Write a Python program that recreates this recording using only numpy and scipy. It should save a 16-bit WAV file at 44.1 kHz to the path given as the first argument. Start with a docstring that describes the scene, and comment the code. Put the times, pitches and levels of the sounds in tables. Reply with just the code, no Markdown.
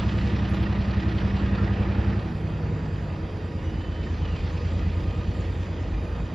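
"""A large diesel across a road pulls steadily, its exhaust throbbing once a crank turn and its block clattering.
From the start, noise makes the hiss of passing cars, and blurred tones make hums and whines.
Small ticks ring and dry snaps of noise sound within the first second, and a few more follow.
The engine slows and eases off, thin sliding tones whistle as it picks up again, and a squeak comes near the end.
A small two-port microphone stands in an open field."""
import sys
import numpy as np
from scipy import signal
from scipy.fft import rfft, irfft, next_fast_len
from scipy.io import wavfile
from scipy.ndimage import uniform_filter1d, map_coordinates

SR = 44100
rng = np.random.default_rng(int(sys.argv[2]) if len(sys.argv) > 2 else 0)


def pcm_store(signal):
    """Save signal as 16-bit PCM."""
    levels = np.round(np.clip(np.atleast_2d(signal), -1, 1) * 32767)
    wavfile.write(sys.argv[1], SR, levels.astype(np.int16).T)


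N = 279990


def amp(db):
    """Turns a level in dB into a gain."""
    return 10 ** (np.asarray(db) / 20)


def unit(x):
    """Scales a signal to an rms of 1."""
    return x / np.sqrt(np.mean(x ** 2) + 1e-20)


def along(points, hz):
    """Reads a curve of (frequency, value) points, joined on a log frequency axis."""
    f, v = np.transpose(points)
    return np.interp(np.log(hz + 1), np.log(f + 1), v)


def curves(rows):
    """Gives one value per sample for each column after the time."""
    s, *cols = np.transpose(rows)
    return [np.interp(np.arange(N) / SR, s, c) for c in cols]


def wobble(rate):
    """Draws a smooth random curve through `rate` random points a second."""
    points = rng.standard_normal(int(N * rate / SR) + 4)
    return map_coordinates(points, [np.arange(N) * rate / SR])


def filtered(x, response):
    """Filters x by multiplying its spectrum by a complex response."""
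    m = next_fast_len(N + 8192)
    spectrum = rfft(x, m) * response(np.fft.rfftfreq(m, 1 / SR))
    return irfft(spectrum, m)[..., :N]


def rush(spectrum, patchy_db, gate=1):
    """Makes stereo noise of rms 1 with patches of random gain, gated before it is coloured."""
    # likeness of left and right: (frequency [Hz], likeness [0-1])
    alike = [(60, .998), (190, .987), (320, .97), (490, .92), (710, .79), (950, .84), (1120, .74),
             (1420, .36), (1600, .2), (1800, .76), (2320, .93), (3200, .97), (3600, .999), (5000, .999),
             (5300, .9), (7500, .85)]
    z = signal.stft(rng.standard_normal((2, N)), nperseg=512)[2]
    field = rng.standard_normal(z.shape[1:])
    field = uniform_filter1d(field, size=5, axis=0)  # smooth over frequency
    field = uniform_filter1d(field, size=12, axis=1)  # smooth over time
    pair = gate * signal.istft(z * amp(patchy_db * unit(field)), nperseg=512)[1][:, :N]

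    def mix(hz):
        angle = np.arccos(np.clip(along(alike, hz), -1, 1)) / 2
        return amp(along(spectrum, hz)) * [np.cos(angle), np.sin(angle)]

    mid, side = filtered(pair, mix)
    return unit(np.array([mid + side, mid - side]))


def staged(levels, fade=0):
    """Holds a level through each stage, joins them by ramps and sinks by `fade` dB per s at the end."""
    # pulling, straining, easing off, slack, picking up, settled: (from [s], to [s])
    # the last times run backwards: the settled level cuts in at the very last one, without a ramp
    stages = [(0, 0.82), (1.6, 2.08), (2.4, 3.03), (3.3, 3.52), (4.25, 5.3), (5.15, 5.03)]
    t = np.arange(N) / SR
    held = np.interp(t, np.ravel(stages), np.repeat(levels, 2))
    return held - fade * np.clip(t - stages[-1][1], 0, None)


def window(start, length, edge):
    """Rises, holds and falls; all three settings are in seconds."""
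    t = np.arange(N) / SR - start
    return np.clip(np.minimum(t, length - t) / edge, 0, 1) ** 2


def beats(turns, places):
    """Makes short swells at fixed places in the crank turn, a little different every time."""
    total = 0
    for at, db in places:
        swell = np.exp(11 * (np.cos(2 * np.pi * (turns - at)) - 1))
        total = total + amp(db + 1.5 * wobble(11)) * swell
    return total


def exhaust(turns):
    """Adds tones at multiples of the crank speed that bunch up once a turn, which makes the throb."""
    # strong tones: (multiple of the crank speed, then level in each of the six stages [dB])
    strong = [(6, -30, -29.5, -39, -41, -33, -32.5), (7, -36.5, -34.5, -47, -49, -45, -45),
              (8, -36.5, -37.5, -41, -47, -44, -43), (9, -33.5, -30, -36.5, -39, -28.5, -31),
              (10, -31, -32.5, -35.5, -37, -37.5, -33.5), (11, -47, -43, -51, -55, -43, -43),
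              (13, -44, -43.5, -50, -57, -50, -49), (15, -38, -50, -34, -45, -56, -56),
              (17, -44, -51, -49, -54, -41.5, -46), (18, -33, -31.5, -43, -43, -46, -42),
              (19, -40, -43, -48, -54, -43, -50)]
    # weak tones: (multiple of the crank speed, multiple it follows, level relative to that one [dB])
    weak = [(3, 6, -20), (12, 11, -3), (16, 17, -6), (20, 18, -13.5), (21, 17, -4.5), (23, 18, -17),
            (24, 18, -20), (25, 18, -19), (26, 18, -21), (28, 18, -22), (29, 18, -15), (30, 18, -19),
            (31, 18, -19), (32, 18, -23), (33, 18, -24), (34, 18, -23), (39, 18, -21), (44, 18, -22)]
    level = {int(round(k)): staged(db, fade=4) for k, *db in strong}
    for k, leader, db in weak:
        level[int(round(k))] = level[int(round(leader))] + db

    out = 0
    for k, db in level.items():
        # the phase rises in steps, and faster for the highest orders,
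        # so their burst falls elsewhere in the turn
        phase = .45 + 1.05 * (k - 6) + .95 * (k > 8) + .95 * (k > 18)
        phase += np.pi * (k == 15)  # order 15 runs against the rest
        phase += -.9 * (10 < k < 15) + 1.75 * max(k - 22, 0)
        # moving air makes each order waver; the fainter ones drift further out of step
        drift_size = .2 if db.mean() > -44 else .6
        drift = .014 * k * wobble(7) + drift_size * wobble(1.2)
        gain = np.sqrt(2) * amp(db + .8 * wobble(6))
        out = out + gain * np.cos(2 * np.pi * k * turns + phase + drift)
    return out


def engine():
    """Adds exhaust tones, a low roar, block noise, and noise pulsed by the crank as knocks and clacks."""
    # crank speed: (time [s], speed [turns per s])
    speed = [(0, 11.082), (.32, 11.067), (1.198, 10.849), (2.152, 10.947), (2.678, 10.417), (3.537, 9.071),
             (3.895, 8.966), (5.152, 9.617), (6.35, 9.368)]
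    # knocks in the block: (place in the turn [0-1], relative level [dB])
    knock_places = [(.05, -4.5), (.29, -11.5), (.41, -11.5), (0.721, -15), (0.917, -16)]
    # lower, ringing clacks: (place in the turn [0-1], relative level [dB])
    clack_places = [(.38, 0), (.77, -7)]
    # colour of the low roar: (frequency [Hz], relative level [dB])
    roar_colour = [(15, -48), (32, -8), (60, 0.5), (85, -3.5), (110, -2.5), (160, -5), (220, -6),
                   (275, -11), (325, -10), (390, -14), (500, -13.5), (700, -23.5), (1100, -31),
                   (2500, -86.5)]
    # colour of the block's noise: (frequency [Hz], relative level [dB])
    block_colour = [(350, -24), (600, 2.5), (700, -0.5), (790, 2), (1140, -2.5), (1240, -2), (1520, -2),
                    (1840, -4), (2110, -8), (2500, -8.5), (4160, -22), (5670, -29), (7500, -55),
                    (7750, -78)]
    # colour of a clack: (frequency [Hz], relative level [dB])
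    clack_colour = [(500, -90), (900, -30), (1160, -15), (1228, 0), (1300, -13), (1450, -13), (1620, -22),
                    (1800, -8), (1920, -8), (2100, -26), (2500, -45), (3500, -120)]
    # colour of a knock: (frequency [Hz], relative level [dB])
    knock_colour = [(900, -5), (1900, -2.5), (2150, -6), (2500, 1.5), (2800, 0.5), (3100, -1), (4200, -5),
                    (5600, -13), (7500, -35.5), (7750, -67)]
    # roar: level in each stage [dB]
    roar_db = [-33, -31, -33.5, -34, -33.5, -33.5]
    # block noise: level in each stage [dB]
    block_db = [-41, -40, -45.5, -48, -47, -46.5]
    # clacks: level in each stage [dB]
    clack_db = [-49, -48.5, -60, -60, -55, -59]
    # strength of the knocks: (time [s], level [dB])
    knock_db = [(0, -45), (.7, -47), (1.2, -46), (1.6, -49.5), (2.1, -52.5), (2.6, -61), (3.5, -63.5),
                (4.3, -50.5), (5, -53), (6.35, -62)]

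    turns = np.cumsum(curves(speed)[0]) / SR
    knock_beats = beats(turns, knock_places)
    clack_beats = beats(turns, clack_places)
    roar = amp(staged(roar_db)) * rush(roar_colour, patchy_db=1.18)
    block = amp(staged(block_db)) * rush(block_colour, patchy_db=1.5, gate=1 + 0.62 * knock_beats)
    clacks = amp(staged(clack_db)) * rush(clack_colour, patchy_db=1.5, gate=.12 + clack_beats)
    knocks = amp(curves(knock_db)[0]) * rush(knock_colour, patchy_db=2.0, gate=0.22 + knock_beats)
    return exhaust(turns) + roar + block + clacks + knocks


def road():
    """Makes tyre hiss, an uneven low far rumble and the faint top of the open air from coloured noise."""
    # cars going by: (time of the peak [s], half length [s], level added to the hiss [dB])
    passes = [(0.153, 0.33, -54), (4.556, 0.6, -58.5), (5.59, 0.28, -62)]
    # colour of tyre hiss: (frequency [Hz], relative level [dB])
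    hiss_colour = [(410, -30.5), (700, -7.5), (1000, -3), (1590, -18), (1930, -3), (2260, -10.5),
                   (2600, -6.5), (3100, -9.5), (4200, -14.5), (4800, -14.5), (5200, -17.5), (6400, -21),
                   (7550, -19), (7750, -68)]
    # colour of far traffic: (frequency [Hz], relative level [dB])
    rumble_colour = [(15, -19.5), (28, 12), (45, 30.5), (80, 14), (150, 4.5), (260, -36)]
    # colour of the faint top hiss: (frequency [Hz], relative level [dB])
    air_colour = [(8600, -40), (9100, -8.), (9800, 0.), (10500, -10), (11400, -11), (12300, -19),
                  (14400, -35)]
    t = np.arange(N) / SR
    cars = amp(-54)  # hiss between cars
    for s, half, db in passes:
        cars = cars + amp(db) * np.exp(-((t - s) / half) ** 2)
    hiss = cars * amp(0.13 * wobble(9.7)) * rush(hiss_colour, patchy_db=3.0)
    rumble = amp(-44.5 + 2.7 * wobble(1.2)) * rush(rumble_colour, patchy_db=7.5)
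    air = amp(-78.5 + 2.1 * wobble(6)) * rush(air_colour, patchy_db=-1.0)
    return hiss + rumble + air


def hums_and_whines():
    """Makes tones blurred by narrow noise, each swelling and fading; some are resonances of the engine."""
    # hums and whines: (frequency [Hz], width [Hz], level at first, midway and at last [dB])
    hums = [(263, 8., -54, -53, -52), (318, 9., -46, -47, -48), (335, 40, -46, -56, -60),
            (356, 6., -56, -54, -54), (430, 6., -54, -54, -57), (476, 4., -57, -55, -50),
            (645, 12, -58, -62, -62), (955, 20, -60, -57, -66), (1228, 30, -55, -61, -58),
            (1850, 110, -57, -66, -64), (2490, 110, -56, -65, -62), (2670, 25, -72, -68, -72),
            (3140, 25, -72, -69, -73), (3740, 40, -76, -75, -68), (4760, 300, -68, -66, -65),
            (5650, 70, -88, -82, -88), (6215, 60, -88, -83, -82), (6750, 250, -78, -78, -74)]
    out, t = np.zeros(N), np.arange(N) / SR
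    for hz, width, *db in hums:
        blur = 4 / width + wobble(width) + 1j * wobble(width)  # the wider, the less pure tone
        tone = unit(np.real(blur * np.exp(2j * np.pi * hz * t)))
        level = np.interp(t, np.linspace(0, N / SR, len(db)), db)
        out += amp(level + 0.8 * wobble(1.5)) * tone
    return out


def ticks():
    """Makes each tick or clink as a short, slightly rough ring with a soft start."""
    # ticks: (time [s], frequency [Hz], peak level before roughening [dB], 60 dB decay [s], rise [s])
    clinks = [(.488, 9700, -65, .08, .008), (.482, 11220, -68, .15, .012), (.495, 12700, -74, .1, .005),
              (.528, 6900, -58, .07, .005), (.535, 11220, -69, .12, .008), (.535, 12700, -73, .2, .008),
              (.624, 11850, -68, .08, .004), (1.575, 1360, -38, .15, .008), (1.82, 2350, -45, .1, .005),
              (1.915, 2400, -45, .1, .005), (5.108, 6800, -58, .03, .002), (5.268, 6750, -62, .04, .003),
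              (5.403, 6700, -57, .035, .002), (5.603, 4750, -53, .03, .002)]
    out, t = np.zeros(N + SR), np.arange(SR // 4) / SR
    for s, hz, db, t60, rise in clinks:
        slow_noise = np.convolve(rng.standard_normal(len(t)), np.hanning(60), "same")
        rough = 1 + 0.7 * unit(slow_noise)
        shape = amp(-60 * t / t60) * (1 - np.exp(-t / rise)) ** 2
        ring = shape / shape.max() * rough * np.sin(2 * np.pi * hz * t)
        out[round(s * SR):][:len(t)] += amp(db) * ring
    return out[:N]


def snaps():
    """Makes sudden bright noise that starts at full strength and quickly dies away."""
    # dry snaps in the top treble: (time [s], relative starting level [dB], 60 dB decay [s])
    bursts = [(.625, -65, .05), (1.942, -76, .015), (3.7, -74, .02)]
    # colour of a snap: (frequency [Hz], relative level [dB])
    snap_colour = [(7000, -90), (8600, -40), (9300, 0), (13800, -2), (14400, -20)]
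    t = np.arange(N) / SR
    strength = sum((t > s) * amp(db - 60 * np.abs(t - s) / t60) for s, db, t60 in bursts)
    return strength * rush(snap_colour, patchy_db=0)


def whistle():
    """Makes thin notes from a sliding sine and its octave, and a short squeak from two unsteady sines."""
    # notes: (time [s], length [s], first pitch [Hz], pitch it slides towards [Hz],
    #         level [dB], octave level relative to the note [dB])
    notes = [(3.58, .06, 2790, 2850, -58, -30), (3.64, .26, 2900, 3025, -57, -30),
             (3.63, .09, 2940, 2955, -76, 8.), (3.91, .2, 3030, 3050, -54.5, -28),
             (4.12, .11, 3070, 3075, -74, 7.), (4.21, .16, 3090, 2620, -55, -24),
             (4.36, .09, 2480, 2450, -55.5, -30), (4.78, .6, 1270, 1230, -59, -6),
             (5.93, .16, 2350, 2490, -58, -30)]
    # the squeak: (time [s], length [s], rise and fall [s], level [dB])
    squeak_shape = (5.85, .3, .06, -60)
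    # tones in the squeak: (frequency [Hz], relative level [dB])
    squeak_tones = [(2430, -6.), (3745, -9.)]
    glide_s, edge_s = 0.2, 0.011  # time a full slide takes, soft start and stop; short notes end mid-slide
    t, tone = np.arange(N) / SR, 0
    for s, length, first_hz, last_hz, db, octave_db in notes:
        pitch = np.interp(t, [s, s + glide_s], [first_hz, last_hz]) + 12 * wobble(50)
        phase = 2 * np.pi * np.cumsum(pitch) / SR
        gain = window(s, length, edge_s) * amp(db + 2.0 * wobble(40))
        tone = tone + gain * (np.sin(phase) + amp(octave_db) * np.sin(2 * phase))

    squeak = 0
    for hz, db in squeak_tones:
        phase = 2 * np.pi * np.cumsum(hz + 9 * wobble(35)) / SR
        squeak = squeak + amp(db + 2.8 * wobble(25)) * np.sin(phase)
    squeak = amp(squeak_shape[3]) * window(*squeak_shape[:3]) * squeak
    return np.sqrt(2) * (tone + squeak)


def scene():
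    """Adds up all sources in open air."""
    return engine() + road() + hums_and_whines() + ticks() + snaps() + whistle()


def record(dry):
    """The recorder's body shades one port and shifts its phase; nothing is kept above the band limit."""
    # level balance: (frequency [Hz], left minus right [dB])
    lean = [(100, -.3), (190, -1.6), (320, -1.7), (490, -.6), (950, -1.1), (1200, -2.5), (1800, -5.6),
            (2320, -2.7), (3500, 0)]
    # phase balance: (frequency [Hz], angle by which left leads [radians])
    lead = [(100, -.09), (190, -.12), (400, .08), (1120, -.1), (1450, 1.3), (1800, -.5), (2320, .25),
            (3200, .15), (3600, 0), (5000, 0), (5700, -.9), (6900, -1.3), (8100, -3.1), (10000, -4.5),
            (11200, -6.2)]
    top_hz = 14450
    side = np.array([[.5], [-.5]])  # half of each difference goes to each port

    def ports(hz):
        shade = amp(side * along(lean, hz))
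        shift = np.exp(1j * side * along(lead, hz))
        return shade * shift * (hz < top_hz)

    return filtered(dry, ports)


dry = scene()
out = record(dry)
pcm_store(out)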